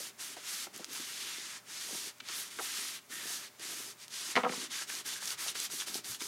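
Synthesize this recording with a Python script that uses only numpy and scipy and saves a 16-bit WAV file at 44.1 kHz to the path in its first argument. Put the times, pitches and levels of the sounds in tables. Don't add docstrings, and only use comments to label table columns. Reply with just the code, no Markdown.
import sys
import numpy as np
from scipy import signal
from scipy.fft import rfft, irfft, next_fast_len
from scipy.io import wavfile
from scipy.ndimage import uniform_filter1d

SR = 44100
rng = np.random.default_rng(int(sys.argv[2]) if len(sys.argv) > 2 else 0)


def how_loud(loudness_db):
    steps = np.asarray(loudness_db, float) / 20
    return 10 ** steps


def unload_wav(signal):
    wavfile.write(
        sys.argv[1],
        SR,
        np.round(np.clip(np.atleast_2d(signal).T, -1, 1) * 32767).astype(np.int16),
    )


N = 276507
USUAL_DB = -45


def level(x, db):
    return x * how_loud(db) / np.sqrt(np.mean(x ** 2))


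def along(table):
    s, *columns = np.transpose(table)
    return [np.interp(np.arange(N) / SR, s, c) for c in columns]


def band(x, lo_hz, hi_hz):
    return signal.sosfilt(signal.butter(2, [lo_hz, min(hi_hz, 17000)], "band", fs=SR, output="sos"), x)


def colour(x, points, lo_hz=1., hi_hz=3e4):
    size = next_fast_len(len(x), True)
    hz = np.arange(size // 2 + 1) * SR / size + 1
    f, db = np.transpose(points)
    shape = how_loud(np.interp(np.log(hz), np.log(f), db))
    edges = 1 / np.sqrt((1 + (lo_hz / hz) ** 10) * (1 + (hz / hi_hz) ** 10))
    return irfft(rfft(x, size) * shape * edges, size)[:len(x)]


def walk(rate):
    k = int(SR / rate)
    steps = np.repeat(rng.standard_normal(N // k + 1), k)
    return 1.3 * uniform_filter1d(uniform_filter1d(steps, k), k)[:N]


def fade(t60, count):
    return 1000. ** (-np.arange(count) / SR / t60)


def ring(hz, t60, count=9000):
    return np.sin(2 * np.pi * hz * np.arange(count) / SR) * fade(t60, count)


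def blow(hz, cycles):
    t = np.arange(-cycles / 2, cycles / 2, hz / SR)
    return np.cos(2 * np.pi * t) * np.cos(np.pi * t / cycles) ** 2


def add(out, s, sound):
    i = max(int(s * SR), 0)
    out[i:i + len(sound)] += sound[:N - i]


# pitch_hz, level_db (per Hz)
AIR_COLOUR = [(15, -47), (25, -27), (206, 1), (503, -8), (624, -7), (840, -4), (1370, -3.5), (1840, -6.5),
              (2280, -5.5), (3160, -15), (5280, -15), (5880, -11.5), (16000, -13.5)]
# pitch_hz, level_db (rms)
MAINS_HUM = [
    (118.4, -78.5),
    (398.4, -76.5),
    (597.5, -77),
]


def air():
    t = np.arange(N) / SR
    hum = np.zeros(N)
    for hz, db in MAINS_HUM:
        hum += np.sqrt(2) * how_loud(db + 2.0 * walk(5.88)) * np.sin(2 * np.pi * hz * t)
    return level(colour(rng.standard_normal(N), AIR_COLOUR), -61) + hum


# middle_s, low_hz, high_hz, level_db
SIDE_PATCHES = [(.6, 5150, 6300, -56), (.6, 11000, 12400, -57), (1.48, 10300, 12400, -64),
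                (1.785, 4160, 6300, -51), (1.785, 7500, 9700, -56), (2.81, 8150, 9700, -54),
                (3.295, 8900, 10400, -55), (3.295, 14400, 15900, -68), (3.57, 5600, 7000, -76),
                (3.875, 4500, 5700, -58), (3.875, 6900, 8300, -60), (3.875, 9000, 11000, -59),
                (3.875, 13700, 15200, -68)]


def side_patches():
    out = np.zeros(N)
    for s, lo_hz, hi_hz, db in SIDE_PATCHES:
        steep_band = [(lo_hz - 30, -120), (lo_hz, 0), (hi_hz, 0), (hi_hz + 30, -120)]
        patch = colour(rng.standard_normal(8192), steep_band)[:2048]
        add(out, s - .023, level(patch, db) * np.hanning(2048) ** .5)
    return out


def stand():
    from_s, rise_s = 5.03, 0.043
    shake = level(colour(rng.standard_normal(N), [(50, 0), (300, 0)], 89, 197), -71.5) * how_loud(6.2 * walk(15))
    onset = np.clip((np.arange(N) / SR - from_s) / rise_s, 0, 1)
    return shake * how_loud(0.49 * (scrubs() - USUAL_DB)) * onset


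# start_s, peak_db, favoured_hz, spread_octaves
BOUNCES = [(4.3551, -13, 1950, 0.91), (4.3564, -22, 3800, 0.55), (4.3633, -11, 2030, 0.39),
           (4.3638, -12.5, 3500, 0.46), (4.3665, -20, 2600, 0.74), (4.3678, -13.5, 1010, 0.48),
           (4.3706, -16.5, 700, 0.7), (4.371, -19, 2180, 0.52), (4.3744, -11, 1840, 0.4),
           (4.3782, -16.5, 810, 0.5), (4.3802, -21, 900, .7), (4.3825, -18, 750, 0.49),
           (4.3875, -20, 1100, 0.54), (4.392, -20, 1100, 0.54), (4.4, -28, 900, 0.73),
           (4.409, -24, 1200, 0.52), (4.4345, -24, 2770, .4), (4.4347, -26, 900, .6),
           (4.4368, -26, 2000, .6), (4.4384, -19.5, 720, 0.45), (4.4426, -25.5, 650, .5),
           (4.4443, -21, 900, 0.44), (4.4479, -21, 2300, 0.55), (4.448, -21, 1060, 0.58),
           (4.4508, -34, 1900, .6), (4.4517, -17, 1300, 0.38), (4.4533, -22, 850, 0.36),
           (4.455, -24, 554, 0.65), (4.4575, -29, 700, .6), (4.4592, -27, 604, 0.77),
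           (4.4611, -23, 710, 0.35), (4.4637, -26, 850, 0.31), (4.4653, -17.5, 800, 0.75),
           (4.4694, -24.5, 750, 0.88), (4.473, -26, 1000, .6), (4.4939, -26, 2250, 0.58),
           (4.496, -27, 1400, 0.46), (4.4985, -26, 520, 0.98), (4.499, -35.5, 215, 0.36),
           (4.522, -36, 400, 0.83), (4.524, -26, 1730, .6), (4.537, -29, 925, .63),
           (4.577, -39.5, 250, 0.65), (4.62, -50, 300, .8)]
# pitch_hz, level_db, t60_s
BODY_MODES = [(206.3, -4, 0.19), (252, 0, .14), (496, -4, 0.13), (685, -10, .08), (760, -4, 0.042),
              (866, -9, 0.069), (967, -3, .06), (1042, -1, 0.071), (1240, 1, 0.078), (1320, -11, 0.06),
              (1530, -8, 0.036), (1800, -10, 0.031), (1970, 3, 0.02), (2140, 7, .018), (2320, -4, 0.02),
              (2870, -17, .019), (3580, 3, 0.026), (4800, -18, .015)]


def drop():
    out = np.zeros(N)
    for s, db, hz, octaves in BOUNCES:
        sound = np.zeros(9000)
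        for mode_hz, mode_db, t60 in BODY_MODES:
            spot_db, spot_shift = rng.standard_normal(2) * [2.5, .01]
            floor_db = -12 if mode_hz < hz else -60
            share_db = max(-6 * (np.log2(mode_hz / hz) / octaves) ** 2, floor_db)
            sound += how_loud(mode_db + share_db + spot_db) * ring(mode_hz * (1 + spot_shift), t60)
        rattle = rng.standard_normal(9000) * fade(0.087, 9000)
        rattle = band(band(rattle, hz / 2 ** octaves, hz * 2 ** octaves), 150, 6000)
        sound = sound + how_loud(8.5) * rattle
        add(out, s, how_loud(db - 6.0) * sound / np.abs(sound).max())
        cycles = 1.57 + hz / 1600
        add(out, s + .0005 - cycles / 1.88 / hz, how_loud(db - 4.5) * blow(0.96 * hz, cycles))
    return out


# start_s, peak_db, pitch_hz, spread_octaves
BUMPS = [(.002, -44, 593, 0.77), (.3675, -41, 590, 0.43), (.38, -49, 450, .6), (.667, -37.5, 800, 1),
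         (.668, -49, 390, 0.37), (.88, -50, 352, 0.35), (.96, -47, 1020, .3), (1.02, -57, 270, 0.33),
         (.795, -42.5, 508, 0.37), (0.799, -42.5, 278, 0.57), (.83, -44, 1300, 0.29),
         (.907, -52, 352, 0.65), (.992, -45, 249, 0.36), (1.86, -60, 330, .5), (1.89, -43.5, 510, 1),
         (1.908, -43, 446, 1), (1.924, -42, 290, 0.76), (1.945, -40, 333, 1.2), (1.956, -51, 420, 0.91),
         (2.07, -46, 325, .6), (2.29, -50, 334, 0.83), (1.971, -54, 303, 0.76), (2.215, -55.5, 249, 0.47),
         (2.5874, -32.5, 1100, 0.65), (2.5945, -31, 1360, 0.39), (2.589, -39, 376, 0.36),
         (2.5984, -40, 660, 0.44), (2.5984, -39, 1510, .3), (2.6028, -40, 640, 0.4), (2.61, -38, 800, 0.51),
         (3.252, -46.5, 248, .6), (3.597, -53, 339, 0.5), (4.9, -30.5, 1740, 0.74), (5.222, -41, 915, .8),
         (5.463, -41, 695, 0.72), (5.552, -43, 730, 1.1), (5.729, -45, 254, 0.75),
         (5.872, -46.5, 400, 0.92), (6.05, -55, 276, .55), (6.214, -43, 322, 0.28), (6.214, -40, 1170, 0.7)]


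def bumps():
    out, t = np.zeros(N), np.arange(9000) / SR
    for s, db, hz, octaves in BUMPS:
        t60 = 0.042 * (500 / hz) ** 0.71
        scuff = band(rng.standard_normal(9000), hz / 2 ** octaves, hz * 2 ** octaves + 20) * fade(t60, 9000)
        swell = 1 - np.exp(-t * hz / 0.46)
        sound = (ring(hz, t60) + how_loud(2.5) * scuff / np.abs(scuff).max()) * swell
        add(out, s, how_loud(db) * sound / np.abs(sound).max())
    return out


def snaps(table, cycles, ring_db, tail_db, t60, octaves):
    out = np.zeros(N)
    for s, db, hz in table:
        burst = rng.standard_normal(4000) * fade(t60, 4000)
        tail = band(burst, hz / 2 ** octaves, hz * 2 ** octaves + 20)
        add(out, s, how_loud(db + ring_db) * ring(hz, t60, count=4000) + how_loud(db + tail_db) * tail / np.abs(tail).max())
        add(out, s + .0002 - cycles / 2 / hz, -how_loud(db) * blow(hz, cycles))
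    return out


# start_s, peak_db, pitch_hz
TICKS = [(0.7623, -26, 7280), (0.7776, -26, 10080), (0.8446, -20.5, 4800), (0.8461, -37, 3660),
         (0.8519, -33, 6890), (0.9649, -31, 5250), (1.8221, -31, 4090), (1.9456, -30, 6680),
         (2.1648, -51, 8740), (2.1832, -39, 7060), (2.2011, -40, 4180), (2.2035, -31, 2430),
         (2.2874, -24.5, 4480), (2.4005, -25, 5810), (2.5886, -27, 2240), (2.5962, -30, 1940),
         (2.9612, -41, 3700), (2.9898, -36, 2760), (3.1133, -47, 2110), (4.0813, -29, 5300),
         (4.0829, -49, 4260), (4.0845, -49, 3960), (4.139, -29, 4610), (4.3099, -33, 3620)]
# start_s, peak_db, pitch_hz
TEARS = [(4.7842, -30, 3400), (4.924, -36, 1570), (4.9522, -28, 4910), (5.0054, -36, 5560),
         (5.0624, -32, 4600), (5.1606, -32, 1940), (5.2565, -20, 7150), (5.2752, -23, 5340),
         (5.2782, -23, 5050), (5.2807, -26, 5510), (5.3056, -23, 4530), (5.3272, -35, 6890),
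         (5.3833, -41, 2500), (5.4769, -29, 9800), (5.4821, -22, 5000), (5.4839, -27.5, 3920),
         (5.4887, -31, 3790), (5.4965, -30, 3680), (5.5559, -35, 2630), (5.5973, -26, 6030),
         (5.6016, -15, 6070), (5.8103, -27, 5000), (5.8832, -30, 1940), (5.944, -19.5, 5100),
         (5.9543, -26, 4800), (6.0444, -33, 4430), (6.0462, -34, 3790), (6.0568, -32, 4950),
         (6.1474, -33, 3400)]
# start_s, peak_db, pitch_hz
CRUNCHES = [(.9305, -36, 12200), (2.2008, -45, 3500), (2.2025, -46, 3500), (2.2042, -35, 2310),
            (.368, -44, 1520), (3.596, -39, 4970), (4.706, -40, 3600), (6.206, -37, 3520),
            (2.29, -40, 1420), (2.31, -40, 5800), (5.136, -35, 3540), (5.278, -31, 5200),
            (5.4815, -30, 3850), (5.487, -30, 3700), (5.5548, -34, 2500), (5.559, -36, 1710),
            (5.228, -36, 1700), (4.82, -37.5, 1330), (5.7, -40.5, 1410), (6.12, -41.5, 1500),
            (5.8004, -29.5, 3500), (5.8104, -27, 3300), (5.8194, -32.5, 1710), (6.1475, -34, 3400),
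            (6.2174, -32.5, 2280), (6.2216, -32, 5070)]


def folds():
    ticks = snaps(TICKS, cycles=1.7, ring_db=-17, tail_db=-13, t60=.014, octaves=1.3)
    tears = snaps(TEARS, cycles=2.8, ring_db=-8, tail_db=-11, t60=.007, octaves=.7)
    crunches = snaps(CRUNCHES, cycles=1.4, ring_db=-6.0, tail_db=-0.5, t60=0.036, octaves=0.98)
    return ticks + tears + crunches


# start_s, length_s, pitch_hz, level_db
SQUEAKS = [(2.03, .07, 340, -60), (2.28, .06, 1300, -55), (2.84, .05, 2100, -57), (3.108, .13, 1840, -51),
           (3.2, .32, 1750, -55), (3.33, .1, 250, -62), (4.58, .16, 270, -57), (4.71, .1, 3600, -54),
           (4.73, .05, 1650, -54), (4.78, .07, 1650, -50), (4.89, .07, 1600, -51), (5.05, .06, 1600, -54),
           (5.13, .12, 1600, -53), (5.8, .03, 3500, -50)]


def sheet():
    out = np.zeros(N)
    for s, length, hz, db in SQUEAKS:
        n = int(length * SR)
        half_width_hz = 30 + .035 * hz
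        rustle = band(rng.standard_normal(18000), hz - half_width_hz, hz + half_width_hz)[1500:1500 + n]
        rise = np.minimum(np.arange(n) / (.01 * SR), 1)
        fall = np.hanning(2 * n)[n:] ** .5
        add(out, s, level(rustle, db) * fall * rise)
    return out


def strokes(table, stop_s):
    t = np.arange(0, N / SR + .002, .001)
    out = np.full(len(t), -68.5)
    for s, length, start_s, early_db, late_db in table:
        moving_s = s + start_s
        held_db = np.interp(t, [moving_s, max(s + length - stop_s, moving_s + .001)], [early_db, late_db])
        starting = np.maximum(1 - (t - s) / start_s, 0)
        stopping = np.maximum(1 - (s + length - t) / stop_s, 0)
        out = np.maximum(out, held_db - 24 * starting ** 1.64 - 25 * stopping ** 1.78)
    return np.interp(np.arange(N) / SR, t, out)


# start_s, length_s, speeding_up_s, early_hiss_db, late_hiss_db
WIPES = [(-.05, .18, .02, -43.5, -48.5), (.172, 0.21, 0.039, -47.5, -48), (.355, .11, 0.013, -52.5, -53.5),
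         (.38, 0.31, 0.14, -42.5, -44.5), (.722, 0.21, 0.021, -53, -60.5), (.865, 0.38, 0.064, -45.5, -49),
         (1.15, 0.47, 0.065, -45.5, -49.5), (1.64, 0.19, 0.074, -46, -43), (1.76, 0.37, 0.05, -42, -44.5),
         (2.23, .21, 0.088, -43.5, -42), (2.38, 0.15, .02, -43.5, -51), (2.485, 0.17, 0.028, -50.5, -49.5),
         (2.53, 0.48, 0.096, -43.5, -46), (3.08, 0.34, 0.044, -47.5, -44), (3.34, 0.17, .02, -46, -51),
         (3.575, 0.38, 0.062, -44.5, -47), (3.95, 0.14, 0.075, -53.5, -54), (4.085, 0.28, 0.059, -45, -41),
         (4.33, 0.18, 0.035, -47, -60), (4.455, 0.24, 0.073, -43.5, -44.5)]


def wipes():
    return strokes(WIPES, stop_s=0.055)


# start_s, length_s, speeding_up_s, early_hiss_db, late_hiss_db
SCRUBS = [
    (4.69, .18, 0.033, -44, -43.5),
    (4.857, 0.18, 0.042, -43, -43.5),
    (5.038, 0.18, 0.027, -44, -44.5),
    (5.177, 0.19, 0.05, -44.5, -42.5),
    (5.366, 0.18, 0.027, -45, -41.5),
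    (5.54, 0.16, 0.012, -45, -43),
    (5.682, 0.19, 0.043, -41, -45.5),
    (5.853, 0.17, 0.024, -42, -43.5),
    (6.03, 0.16, 0.023, -44, -43.5),
    (6.179, 0.2, 0.034, -45.5, -43),
]


def scrubs():
    return strokes(SCRUBS, stop_s=0.051)


def progress():
    s, length = np.array(sorted(WIPES + SCRUBS)).T[:2]
    t = np.arange(N) / SR
    k = np.searchsorted(s, t) - 1
    return uniform_filter1d(np.minimum((t - s[k]) / length[k], 1) - .5, size=900)


# middle_s, length_s, hiss_db, fineness_db
SURGES = [(.25, .08, 2, 1), (.65, .1, 0.5, -0.5), (2.3, 0.091, 1, -2), (2.4, .08, -0.5, 4),
          (2.5, 0.045, -0.5, -2), (2.618, 0.088, 2, 1.5), (2.82, 0.14, 3, -1), (3.145, 0.068, 1, 2),
          (3.35, .15, 0, -0.5), (3.9, .1, -3.5, -2), (4.807, .06, 1.5, -5), (4.947, .05, -1, 2),
          (5.072, .04, 0.5, 6), (5.152, .05, 0, -1), (5.283, 0.043, 0.5, 1), (5.43, .04, -0.5, 6),
          (5.49, .04, 0.5, -5), (5.63, 0.044, 2, 1), (5.763, .05, -1.5, 5), (5.81, .04, 3, -4),
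          (5.92, 0.037, -5, 4), (5.956, .04, 3, 1), (6.06, .03, 0, 1), (6.106, .04, -0.5, 4),
          (6.128, .04, 1.5, -3)]


def surges():
    t, out = np.arange(N) / SR, np.zeros((2, N))
    for s, length, hiss_db, fine_db in SURGES:
        hump = np.cos(np.pi * np.clip((t - s) / (2 * length), -.5, .5)) ** 2
        out = out + np.array([[hiss_db], [fine_db]]) * hump
    return out


def slips(per_s, spread_db, bed_db, tail_s):
    sizes = how_loud(spread_db * np.minimum(rng.exponential(size=N), 4.5))
    hit = (rng.random(N) < per_s / SR) * sizes
    tail = np.exp(-np.arange(200) / (tail_s * SR))
    return rng.standard_normal(N) * (level(np.convolve(hit, tail)[:N], 0) + how_loud(bed_db))


def sliding(db, stick_db, steep):
    return how_loud(db - steep * np.maximum(stick_db - db, 0))


# pitch_hz, level_db (per Hz)
RUB_COLOUR = [(400, -4), (600, -12), (900, -8), (1300, -3), (1800, -1.5), (2600, -1.5), (3600, 0),
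              (5000, -1), (6400, -0.5), (7600, -3), (9200, -1.5), (12100, -2.5), (14500, -7.5),
              (16000, -16)]


def patchy(x, edges, rate, patch_db):
    out = np.zeros(N)
    for lo, hi in zip(edges, edges[1:]):
        out += colour(x, RUB_COLOUR, lo, hi) * how_loud(patch_db * walk(rate))
    return level(out, 0)


# pitch_hz, level_db (per Hz)
CARD_COLOUR = [(53, -51), (90, -21), (108, -6), (237, -1), (270, 1.5), (400, 0), (541, -9), (1000, -1),
               (1300, -33), (2200, -120)]
# time_s, pressure_db, fold_fineness_db, lean_on_card_db
HAND = [(0, -1, -3.5, 8), (.3, 0, -4.5, -1.5), (.8, 1, -4.5, 6.5), (1.3, 2.5, -4, 2),
        (1.55, -0.5, -16, -3.5), (2, -2, -6, 1.5), (2.3, 3, -10, -6), (2.4, -1, -2, 3),
        (2.85, 0.5, -6.5, 0.5), (3.4, 0, -2.5, 4), (3.65, 0, -9, 3.5), (3.85, -0.5, -0.5, 4),
        (4.15, -1.5, -12, -6.5), (4.5, 2.5, -15, 9), (4.9, -0.5, -8.5, -2), (5.4, 2, -5, 1.7),
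        (5.65, 0, -5.5, 2.7), (6.27, -2.5, -5, 3)]


def tissue():
    press_db, top_db, lean_db = along(HAND)
    bear_db, fine_db = surges()
    hiss_db = np.maximum(wipes(), scrubs()) + bear_db
    top_db = top_db + fine_db + 2.5 * progress() + 0.38 * (hiss_db + 34.5)
    scrape_db = -50 + press_db + 0.51 * (hiss_db - USUAL_DB)
    rumble_db = -64.5 + lean_db + 0.49 * (hiss_db - USUAL_DB)
    fibres = slips(per_s=840, spread_db=3.0, bed_db=19.0, tail_s=0.00033)
    ridges = slips(per_s=150, spread_db=6.0, bed_db=3.5, tail_s=0.0012)
    grip = how_loud(.9 * walk(40))
    speed = sliding(hiss_db, stick_db=-87, steep=0.14) * grip
    hiss = patchy(fibres, (3700, 5200, 7000, 9300), rate=11, patch_db=1.3) * speed
    top = level(colour(fibres, RUB_COLOUR, 9300), 0) * speed * how_loud(top_db + 0.14 * walk(27))
    scrape = patchy(fibres, (550, 1100, 1700, 2500, 3700), rate=12, patch_db=1.7)
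    scrape = scrape * sliding(scrape_db, stick_db=-53.0, steep=1.0) * grip
    rumble = level(colour(ridges, CARD_COLOUR, 90, 750), 0) * how_loud(rumble_db + 2.5 * walk(13))
    return hiss + top + scrape + rumble


def scene():
    room_t60_s, room_db = 0.24, -17
    near = folds() + bumps() + drop() + tissue() + sheet()
    tail = band(rng.standard_normal(12000) * fade(room_t60_s, 12000), 210, 5900)
    walls = signal.fftconvolve(near, tail / np.sqrt(np.sum(tail ** 2)))[:N]
    bass_cut = signal.butter(5, 150, "high", fs=SR, output="sos")
    heard = signal.sosfilt(bass_cut, near + how_loud(room_db) * walls)
    return heard + air() + stand() + side_patches() * np.array([[1], [-1]])


def low_pass(x):
    return signal.sosfilt(signal.butter(12, 16160, fs=SR, output="sos"), x)


def record(dry):
    treble_cut = signal.ellip(10, .2, 70, 15930, fs=SR, output="sos")
    mix = signal.sosfilt(treble_cut, dry)
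    return low_pass(mix)


dry = scene()
out = record(dry)
unload_wav(out)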